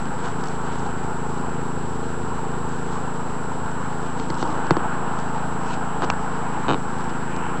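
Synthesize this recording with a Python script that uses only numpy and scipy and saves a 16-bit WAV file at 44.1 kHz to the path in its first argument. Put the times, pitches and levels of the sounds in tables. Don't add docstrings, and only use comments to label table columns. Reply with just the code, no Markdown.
import sys
import numpy as np
from scipy import signal
from scipy.fft import rfft, irfft
from scipy.io import wavfile

SR = 44100
rng = np.random.default_rng(int(sys.argv[2]) if len(sys.argv) > 2 else 0)


def to_wav(s):
    ch = np.atleast_2d(s).T
    pcm = np.round(np.clip(ch, -1, 1) * 32767)
    wavfile.write(sys.argv[1], SR, pcm.astype(np.int16))


def magnitude_from_level(level_db):
    exponent = np.asarray(level_db, float) / 20
    return 10 ** exponent


N = 335160

SHAFT_HZ = 27.5
# time in seconds, lag in turns.
SHAFT_LAG = [(0, .05), (.4, .085), (1.2, -.055), (2, -.017), (2.7, .07), (3.2, -.018), (3.7, .008),
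             (4.3, -.045), (5.4, .13), (6.45, -.12), (7.27, .14), (7.6, .03)]
# place in turns, sign, housing ring in Hz, its width in Hz, peak in dB.
PUFFS = [(0.462, 1, 209, 73, -24.7), (0.788, -1, 414, 144, -29.2), (0.165, -1, 363, 383, -29.2),
         (0.657, 1, 211, 85, -27.0), (0.812, 1, 203, 278, -24.4)]
# time in seconds, level in dB.
LATE_PUFF_LEVEL = [(0, -5), (1, 1), (2.8, 1), (3.3, -3), (4.9, -6), (5.5, -2), (7.6, -4)]
# pitch in Hz, width in Hz, extra share.
HOUSING_PANELS = [(55, 12, .4), (248, 14, .25), (357, 14, .6), (455, 45, .5)]
# pitch in Hz, width in Hz, extra share, start and end in seconds.
SHADED_PANELS = [(357, 14, .9, 4.6, 8), (357, 14, -1.9, 5.25, 6.75), (398, 35, -.6, 4.6, 8),
                 (206, 45, .25, 4.6, 8), (440, 14, .3, 4.6, 6.7)]
SHADE_TAKES_S = 0.2
# shaft multiple, peak in dB, start and end in seconds.
BLADE_TONE = [(12, -43, 5.35, 6.7), (12, -47, 6.95, 8)]

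# frequency in Hz, density in dB per Hz.
RUMBLE_SPECTRUM = [(28, -11), (42, 1), (66, -3), (92, 4), (120, -6), (160, -5), (210, -6), (300, -3),
                   (350, -5.5), (400, -4.5), (490, -1), (560, -8), (700, -20)]
# frequency in Hz, density in dB per Hz.
RUSH_SPECTRUM = [(280, -26.5), (480, -9.5), (549, -39), (588, -13), (684, -6.5), (744, -5.5), (776, -2.5),
                 (896, 0), (1200, -7), (1390, -5.5), (1590, -10.5), (2030, -25), (3040, -26.5), (3600, -38),
                 (4680, -61), (7920, -120)]
# frequency in Hz, density in dB per Hz.
HISS_SPECTRUM = [(2500, -3), (3400, -6), (3900, -0.5), (4800, -6), (5400, -6), (6500, -9.5), (8500, -7),
                 (10000, -8.5), (10500, -10), (11000, -13.5), (11500, -20), (12000, -31), (12400, -46)]
# time in seconds, level in dB.
RUSH_LEVEL = [(0, -32.5), (1.04, -31.5), (1.75, -33), (2.96, -32), (4.19, -31.5), (4.82, -26.5),
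              (5.33, -29.5), (6.05, -29.5), (6.3, -28.5), (7.1, -32), (7.6, -30)]
RUMBLE_DB, HISS_DB = -36, -54.5

# top in seconds, level in dB, swell and fade in seconds, bright share from 0 to 1.
STROKES = [(0, -42.5, .05, .07, 0.4), (.26, -40, .08, .04, 0.25), (.53, -50, 0.12, .1, 0.7),
           (.67, -47, 0.04, 0.15, 0.4), (4.19, -51, .07, 0.066, 0.4), (4.55, -47.5, .3, .3, .6),
           (2.93, -46.5, .06, .05, .5), (4.415, -39.5, .03, .05, .97), (4.9, -50, .3, .4, .7),
           (5.74, -41, .08, .015, .6), (6.04, -37, 0.026, 0.02, 0.6), (6.55, -45.5, 0.24, 0.35, 0),
           (7.0, -50, .03, 0.022, .7), (7.44, -40.5, 0.57, 0.15, 0)]
# frequency in Hz, density in dB per Hz.
DULL_SPECTRUM = [(1500, 16), (2200, 7), (2800, 0.5), (3300, -8), (4200, -40.5), (5500, -63)]
# frequency in Hz, density in dB per Hz.
BRIGHT_SPECTRUM = [(2800, 0), (3600, 1), (4300, 1), (5500, -4), (7000, -5), (8200, -8), (9500, -39)]
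TACK_DB, TACK_BRIGHT_SHARE = -51, 0.23
# top in seconds, level in dB, swell and fade in seconds.
SOLE_DRAGS = [
    (5.73, -45, .08, .02),
    (7.44, -47, 0.1, .1),
]
SOLE_HZ, SOLE_WIDTH_HZ = 2660, 900

# top in seconds, level in dB, swell and fade in seconds, pitch in Hz.
SKIN_DRAGS = [(.1, -40, .2, .2, 220), (.43, -33, .14, .1, 150), (.5, -40, .08, .06, 430),
              (.74, -33, .04, .05, 255), (.86, -35, .06, .06, 115), (4.2, -37, .05, .12, 270),
              (4.45, -33, .15, .3, 290), (4.47, -38, .12, .2, 470), (4.7, -36, .15, .1, 200),
              (6.57, -34, .04, .04, 260), (6.71, -33, .04, .06, 200), (6.7, -34, .02, .05, 440),
              (7.115, -35, .025, .035, 300)]
# frequency in Hz, density in dB per Hz.
SKIN_SPECTRUM = [(100, 24), (150, -1), (260, -10.5), (400, -18), (520, -15.5), (800, -18)]
SKIN_IDLE_DB = -54
SKIN_SPREAD = 1.2

LINE_HZ, FRAME_HZ, FIRST_FRAME_S = 7704.2, 28.919, 0.0291
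# start in seconds, settling in seconds, slip per frame in radians.
EXPOSURE = [(0, 0, -1.2), (0, .08, .35), (.37, 0, -2.25), (.61, 0, -4.6), (.86, 0, -3.2), (1.14, 0, -3.8),
            (1.43, 0, -2.25), (1.94, 0, -3.1), (2.42, 0, -3.9), (2.67, 0, -4.5), (3.19, 0, -3.15),
            (3.71, 0, -1.65), (3.96, 0, -.05), (4.21, 0, -.7), (4.7, .4, 6), (5.37, 0, 5.4),
            (5.62, .58, 30.5), (6.47, .43, 23.4)]
# pitch in Hz, peak in dB.
WHISTLES = [(7864.1, -57.8), (7229, -74), (6640, -75), (7919, -77)]
OFFSET, OFFSET_KICK = -0.067, -0.016
KICK_S, KICK_RISE_S, KICK_FADE_S = 4.4, 0.25, 0.7

# start in seconds, peak in dB, pitch in Hz.
TICKS = [(.055, -31, 3800), (.411, -34, 5000), (.438, -27, 4600), (.458, -28.5, 5200), (.472, -28.5, 5200),
         (.485, -28.5, 5200), (.637, -37, 3800), (.794, -33, 4200), (.864, -33, 3900), (3.661, -37, 3600),
         (3.714, -36, 5200), (4.343, -31, 4400), (4.352, -31, 4300), (4.375, -33, 5000), (4.384, -31, 3700),
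         (4.475, -33, 3800), (4.527, -32, 4400), (4.668, -32, 4000), (5.189, -27, 5600), (5.2, -34, 6000),
         (6.0458, -22, 4600), (6.986, -36, 3800), (7.007, -34, 3500), (7.041, -32, 5800),
         (7.094, -31, 4600), (7.101, -32, 4200), (7.363, -28, 5200), (7.572, -31, 3600)]
# start in seconds, peak in dB, boom in dB, brightness in dB, sign of first swing.
KNOCKS = [
    (4.197, -25, -14, 8, -1),
    (4.3012, -15.5, 5.5, 2.5, 1),
    (4.426, -9.5, -0.5, -4, 1),
    (4.707, 0, 2, -3.5, -1),
    (4.767, -9.5, 2.5, -8.5, 1),
    (6.02, -14, -1, -2, -1),
    (6.136, -18, -15, -17, 1),
]
# start in seconds, peak, boom and brightness in dB, sign of first swing.
CLACK = [
    (6.1, -5.5, -10, 3.5, 1),
]
# pitch in Hz, level in dB, 60 dB decay in seconds.
BOOM_MODES = [(166.5, -2, 0.062), (322, -18.5, 0.023), (352, 2, 0.032), (449, -3.5, 0.032)]
# pitch in Hz, level in dB, 60 dB decay in seconds.
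BODY_MODES = [(780, -14, 0.014), (944, 3.5, 0.0081), (1172, 10.5, 0.0046), (1464, 2.5, 0.0047)]
# pitch in Hz, level in dB, 60 dB decay in seconds.
KNOCK_MODES = [(2000, -7, 0.02), (2700, -27, 0.037), (3200, -10, 0.014), (3630, -12.5, 0.022),
               (4320, -9, 0.017), (4700, -11, 0.01), (6950, -34, 0.0086)]
# pitch in Hz, level in dB, 60 dB decay in seconds.
EDGE_MODES = [(2400, -8, .014), (2680, -6, .014), (3300, -17, .009), (4050, -14, .01), (4800, -23, .01),
              (5550, -30, .01), (7300, -24, .01)]
# pitch in Hz, level in dB, 60 dB decay in seconds.
FRAME_MODES = [(2020, -6, 0.0059), (2490, -5, 0.0055), (2940, -12, 0.017), (3620, -12, 0.009),
               (3700, -19, 0.016), (6360, -21, 0.011)]
# first and last slip in seconds, number of slips, gap growth, peak in dB.
PUSH_CHATTER = [
    (6.0242, 6.0274, 2, 1, -15.5),
    (6.0299, 6.0455, 6, 1.16, -14),
]
# first and last slip in seconds, number of slips, gap growth, peak in dB.
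PULL_CHATTER = [
    (6.6815, 6.711, 5, 1, -8.5),
    (6.7225, 6.743, 3, 1.05, -10.5),
]
SLIP_JITTER_S = 0.00027


def in_time(rows):
    s, value = np.transpose(rows)
    return np.interp(np.arange(N) / SR, s, value)


def rms_one(x):
    return x / np.sqrt(np.mean(x ** 2) + 1e-20)


def drift(rate):
    r = np.exp(-80 * np.pi * rate / SR)
    white = rng.standard_normal(N // 40 + 2002)
    slow = signal.lfilter([1], [1, -2 * r, r * r], white)[2000:]
    return np.interp(np.arange(N) / 40, np.arange(len(slow)), rms_one(slow))


def ring(clicks, hz, t60):
    r, w = magnitude_from_level(-60 / (t60 * SR)), 2 * np.pi * hz / SR
    return signal.lfilter([0, np.sin(w)], [1, -2 * r * np.cos(w), r * r], clicks + 1e-18)


def band(x, low_hz, high_hz, order=2):
    return signal.sosfilt(signal.butter(order, [low_hz, high_hz], "band", fs=SR, output="sos"), x)


def coloured(source, spectrum, patchy_db, gust_db):
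    octave = np.log2(np.maximum(np.arange(N // 2 + 1) * SR / N, 1))
    hz, db = np.transpose(spectrum)
    shaped = rfft(source) * magnitude_from_level(np.interp(octave, np.log2(hz), db, left=-200, right=-200))
    out = 0
    gust = gust_db * drift(1.0)
    for centre in np.arange(np.log2(hz[0]), np.log2(hz[-1]) + 0.5, 0.5):
        window = np.clip(1 - 2 * abs(octave - centre), 0, 1)
        out = out + irfft(shaped * window, N) * magnitude_from_level(gust + patchy_db * drift(6.8))
    return rms_one(out)


def swells(rows, share=1):
    t = np.arange(0, N + 64, 64) / SR
    top_s, db, swell_s, fade_s = np.transpose(rows)[:4, :, None]
    late = t - top_s
    decades = np.minimum(late / np.maximum(swell_s, 0.003), -late / np.maximum(fade_s, 0.003))
    power = share * magnitude_from_level(2 * db) * 10 ** decades
    return np.interp(np.arange(N) / SR, t, power.sum(axis=0))


def heard(from_s, to_s):
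    t = np.arange(N) / SR
    return np.clip(np.minimum(t - from_s, to_s - t) / SHADE_TAKES_S + 0.5, 0, 1)


def shaft_turns():
    return SHAFT_HZ * np.arange(N) / SR - in_time(SHAFT_LAG)


def shaft():
    turns = shaft_turns()
    out = np.zeros(N)
    for place, sign, hz, width_hz, peak_db in PUFFS:
        at = np.flatnonzero(np.diff(np.floor(turns - place)) > 0)
        late_by, stronger = rng.standard_normal((2, len(at)))
        clicks = np.zeros(N)
        clicks[np.clip(at + (3 * late_by).astype(int), 0, N - 1)] = sign * magnitude_from_level(1.2 * stronger)
        t60 = np.log(1000) / (np.pi * width_hz)
        height = SR / (2 * np.e * np.pi * width_hz)
        late_db = in_time(LATE_PUFF_LEVEL) * (place > 0.75)
        out += magnitude_from_level(peak_db + late_db + 0.52) / height * ring(ring(clicks, hz, t60), hz, t60)
    return out


def housing(puffs):
    out = puffs.copy()
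    always = [(*panel, -1, 9) for panel in HOUSING_PANELS]
    for hz, width_hz, share, from_s, to_s in always + SHADED_PANELS:
        r = np.exp(-np.pi * width_hz / SR)
        zeros = np.array([1, 0, -1]) * (1 - r * r) / 2
        poles = [1, -2 * r * np.cos(2 * np.pi * hz / SR), r * r]
        out += heard(from_s, to_s) * share * signal.lfilter(zeros, poles, puffs)
    return out


def air():
    rumble = coloured(rng.standard_normal(N), RUMBLE_SPECTRUM, patchy_db=0.3, gust_db=0)
    rush = coloured(rng.standard_normal(N), RUSH_SPECTRUM, patchy_db=1.3, gust_db=-0.13)
    hiss = coloured(rng.standard_normal(N), HISS_SPECTRUM, patchy_db=0.3, gust_db=0)
    return magnitude_from_level(RUMBLE_DB) * rumble + magnitude_from_level(in_time(RUSH_LEVEL)) * rush + magnitude_from_level(HISS_DB) * hiss


def roller():
    sizes = magnitude_from_level(2.5 * np.minimum(rng.exponential(1, N), 5)) * rng.choice([-1, 1], N)
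    grains = sizes * (rng.random(N) < 3500 * magnitude_from_level(3 * drift(40)) / SR)
    bright = np.array(STROKES)[:, 4:]
    tack_power = magnitude_from_level(2 * TACK_DB)
    dull_power = swells(STROKES, 1 - bright) + (1 - TACK_BRIGHT_SHARE) * tack_power
    sharp_power = swells(STROKES, bright) + TACK_BRIGHT_SHARE * tack_power
    dull = np.sqrt(dull_power) * coloured(grains, DULL_SPECTRUM, patchy_db=-1, gust_db=1.0)
    sharp = np.sqrt(sharp_power) * coloured(grains, BRIGHT_SPECTRUM, patchy_db=1.5, gust_db=2.5)
    singing = band(grains, SOLE_HZ - SOLE_WIDTH_HZ / 2, SOLE_HZ + SOLE_WIDTH_HZ / 2)
    return dull + sharp + np.sqrt(swells(SOLE_DRAGS)) * rms_one(singing)


def drumming():
    idle = coloured(rng.standard_normal(N), SKIN_SPECTRUM, patchy_db=-1, gust_db=-4.0)
    out = magnitude_from_level(SKIN_IDLE_DB) * idle
    noise = rng.standard_normal(N)
    for row in SKIN_DRAGS:
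        hz = row[4]
        out += np.sqrt(swells([row])) * rms_one(band(noise, hz / SKIN_SPREAD, hz * SKIN_SPREAD))
    return out


def camera_whine():
    t = np.arange(N) / SR
    starts = np.arange(FIRST_FRAME_S, N / SR, 1 / FRAME_HZ)
    from_s, settle_s, slip = np.transpose(EXPOSURE)
    settled = np.clip((starts[:, None] - from_s) / (settle_s + 1e-6), 0, 1)
    frame_slip = settled @ np.diff(slip, prepend=0)
    slips = np.zeros(N)
    slips[(starts * SR).astype(int)] = (frame_slip - 1.2) % (-2 * np.pi) + 1.2
    ease = np.exp(-1 / (0.00041 * SR))
    phase = signal.lfilter([1 - ease], [1, -ease], np.cumsum(slips))
    whistles = sum(magnitude_from_level(db) * np.sin(2 * np.pi * hz * t) for hz, db in WHISTLES)
    return magnitude_from_level(-44.5) * np.sin(2 * np.pi * LINE_HZ * t + phase) + whistles


def offset():
    since = np.maximum(np.arange(N) / SR - KICK_S, 0)
    sag = (1 - np.exp(-since / KICK_RISE_S)) * np.exp(-since / KICK_FADE_S)
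    return OFFSET + OFFSET_KICK * sag * 1.5


def ticks():
    out = np.zeros(N)
    t = np.arange(400) / SR
    for s, peak_db, hz in TICKS:
        dying = rng.standard_normal(len(t)) * np.exp(-t / 0.0018)
        burst = band(dying, hz * 0.68, hz * 1.4)
        i = round(s * SR)
        out[i:i + len(t)] += magnitude_from_level(peak_db - 3.0) * burst / abs(burst).max()
    return out


def blows(events, bright_modes, crack_db):
    s, peak_db, boom_db, bright_db, swing = np.transpose(events)
    at = np.round((s + 0.001) * SR).astype(int)
    chance_db = rng.normal(0, 1.5, (len(at), 16))
    extra_db = [boom_db] * len(BOOM_MODES) + [0 * s] * len(BODY_MODES) + [bright_db] * len(bright_modes)
    out = np.zeros(N)
    for k, (hz, level_db, t60) in enumerate(BOOM_MODES + BODY_MODES + bright_modes):
        clicks = np.zeros(N)
        clicks[at] = np.sign(swing) * magnitude_from_level(peak_db + extra_db[k] + level_db - 16.0 + chance_db[:, k])
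        rebound = np.roll(clicks, round(SR / hz / 2))
        out += ring(clicks - 1.37 * rebound, hz, t60)
    crack = np.zeros(N)
    crack[at] = magnitude_from_level(peak_db + bright_db + crack_db)
    envelope = signal.lfilter([1], [1, -magnitude_from_level(-60 / (0.016 * SR))], crack)
    return out + band(envelope * rng.standard_normal(N), 1200, 6000)


def blades():
    turns = shaft_turns()
    out = np.zeros(N)
    for multiple, db, from_s, to_s in BLADE_TONE:
        out += magnitude_from_level(db) * heard(from_s, to_s) * np.sin(2 * np.pi * multiple * turns)
    return out


def chatter(runs, swing, boom_db, bright_db):
    rows = []
    for first_s, last_s, slips, growth, peak_db in runs:
        place = np.cumsum(growth ** np.arange(round(slips))) - 1
        for s in first_s + (last_s - first_s) * place / place[-1]:
            jitter_s = SLIP_JITTER_S * rng.uniform(-1, 1)
            rows.append((s + jitter_s, peak_db, boom_db, bright_db, swing))
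    return rows


def scene():
    fans = housing(shaft()) + blades() + air()
    push = chatter(PUSH_CHATTER, swing=-1, boom_db=-2, bright_db=-6.5)
    pull = chatter(PULL_CHATTER, swing=1, boom_db=2.5, bright_db=2.5)
    frame = band(blows(push + pull, FRAME_MODES, crack_db=-22.5), 170, 4800)
    knocks = blows(KNOCKS, KNOCK_MODES, crack_db=-14.0)
    clack = blows(CLACK, EDGE_MODES, crack_db=-15.0)
    hits = band(knocks + clack + frame + ticks(), 110, 7600, order=4)
    return (fans + roller() + drumming() + hits)[None]


def band_limit(x):
    return signal.sosfilt(signal.butter(12, 12220, fs=SR, output="sos"), x)


def record(dry):
    capsule = signal.sosfilt(signal.butter(4, 40, "high", fs=SR, output="sos"), dry)
    rounded = 0.85 * np.tanh((capsule + camera_whine()) / 0.85)
    return band_limit(rounded + offset())


dry = scene()
out = record(dry)
to_wav(out)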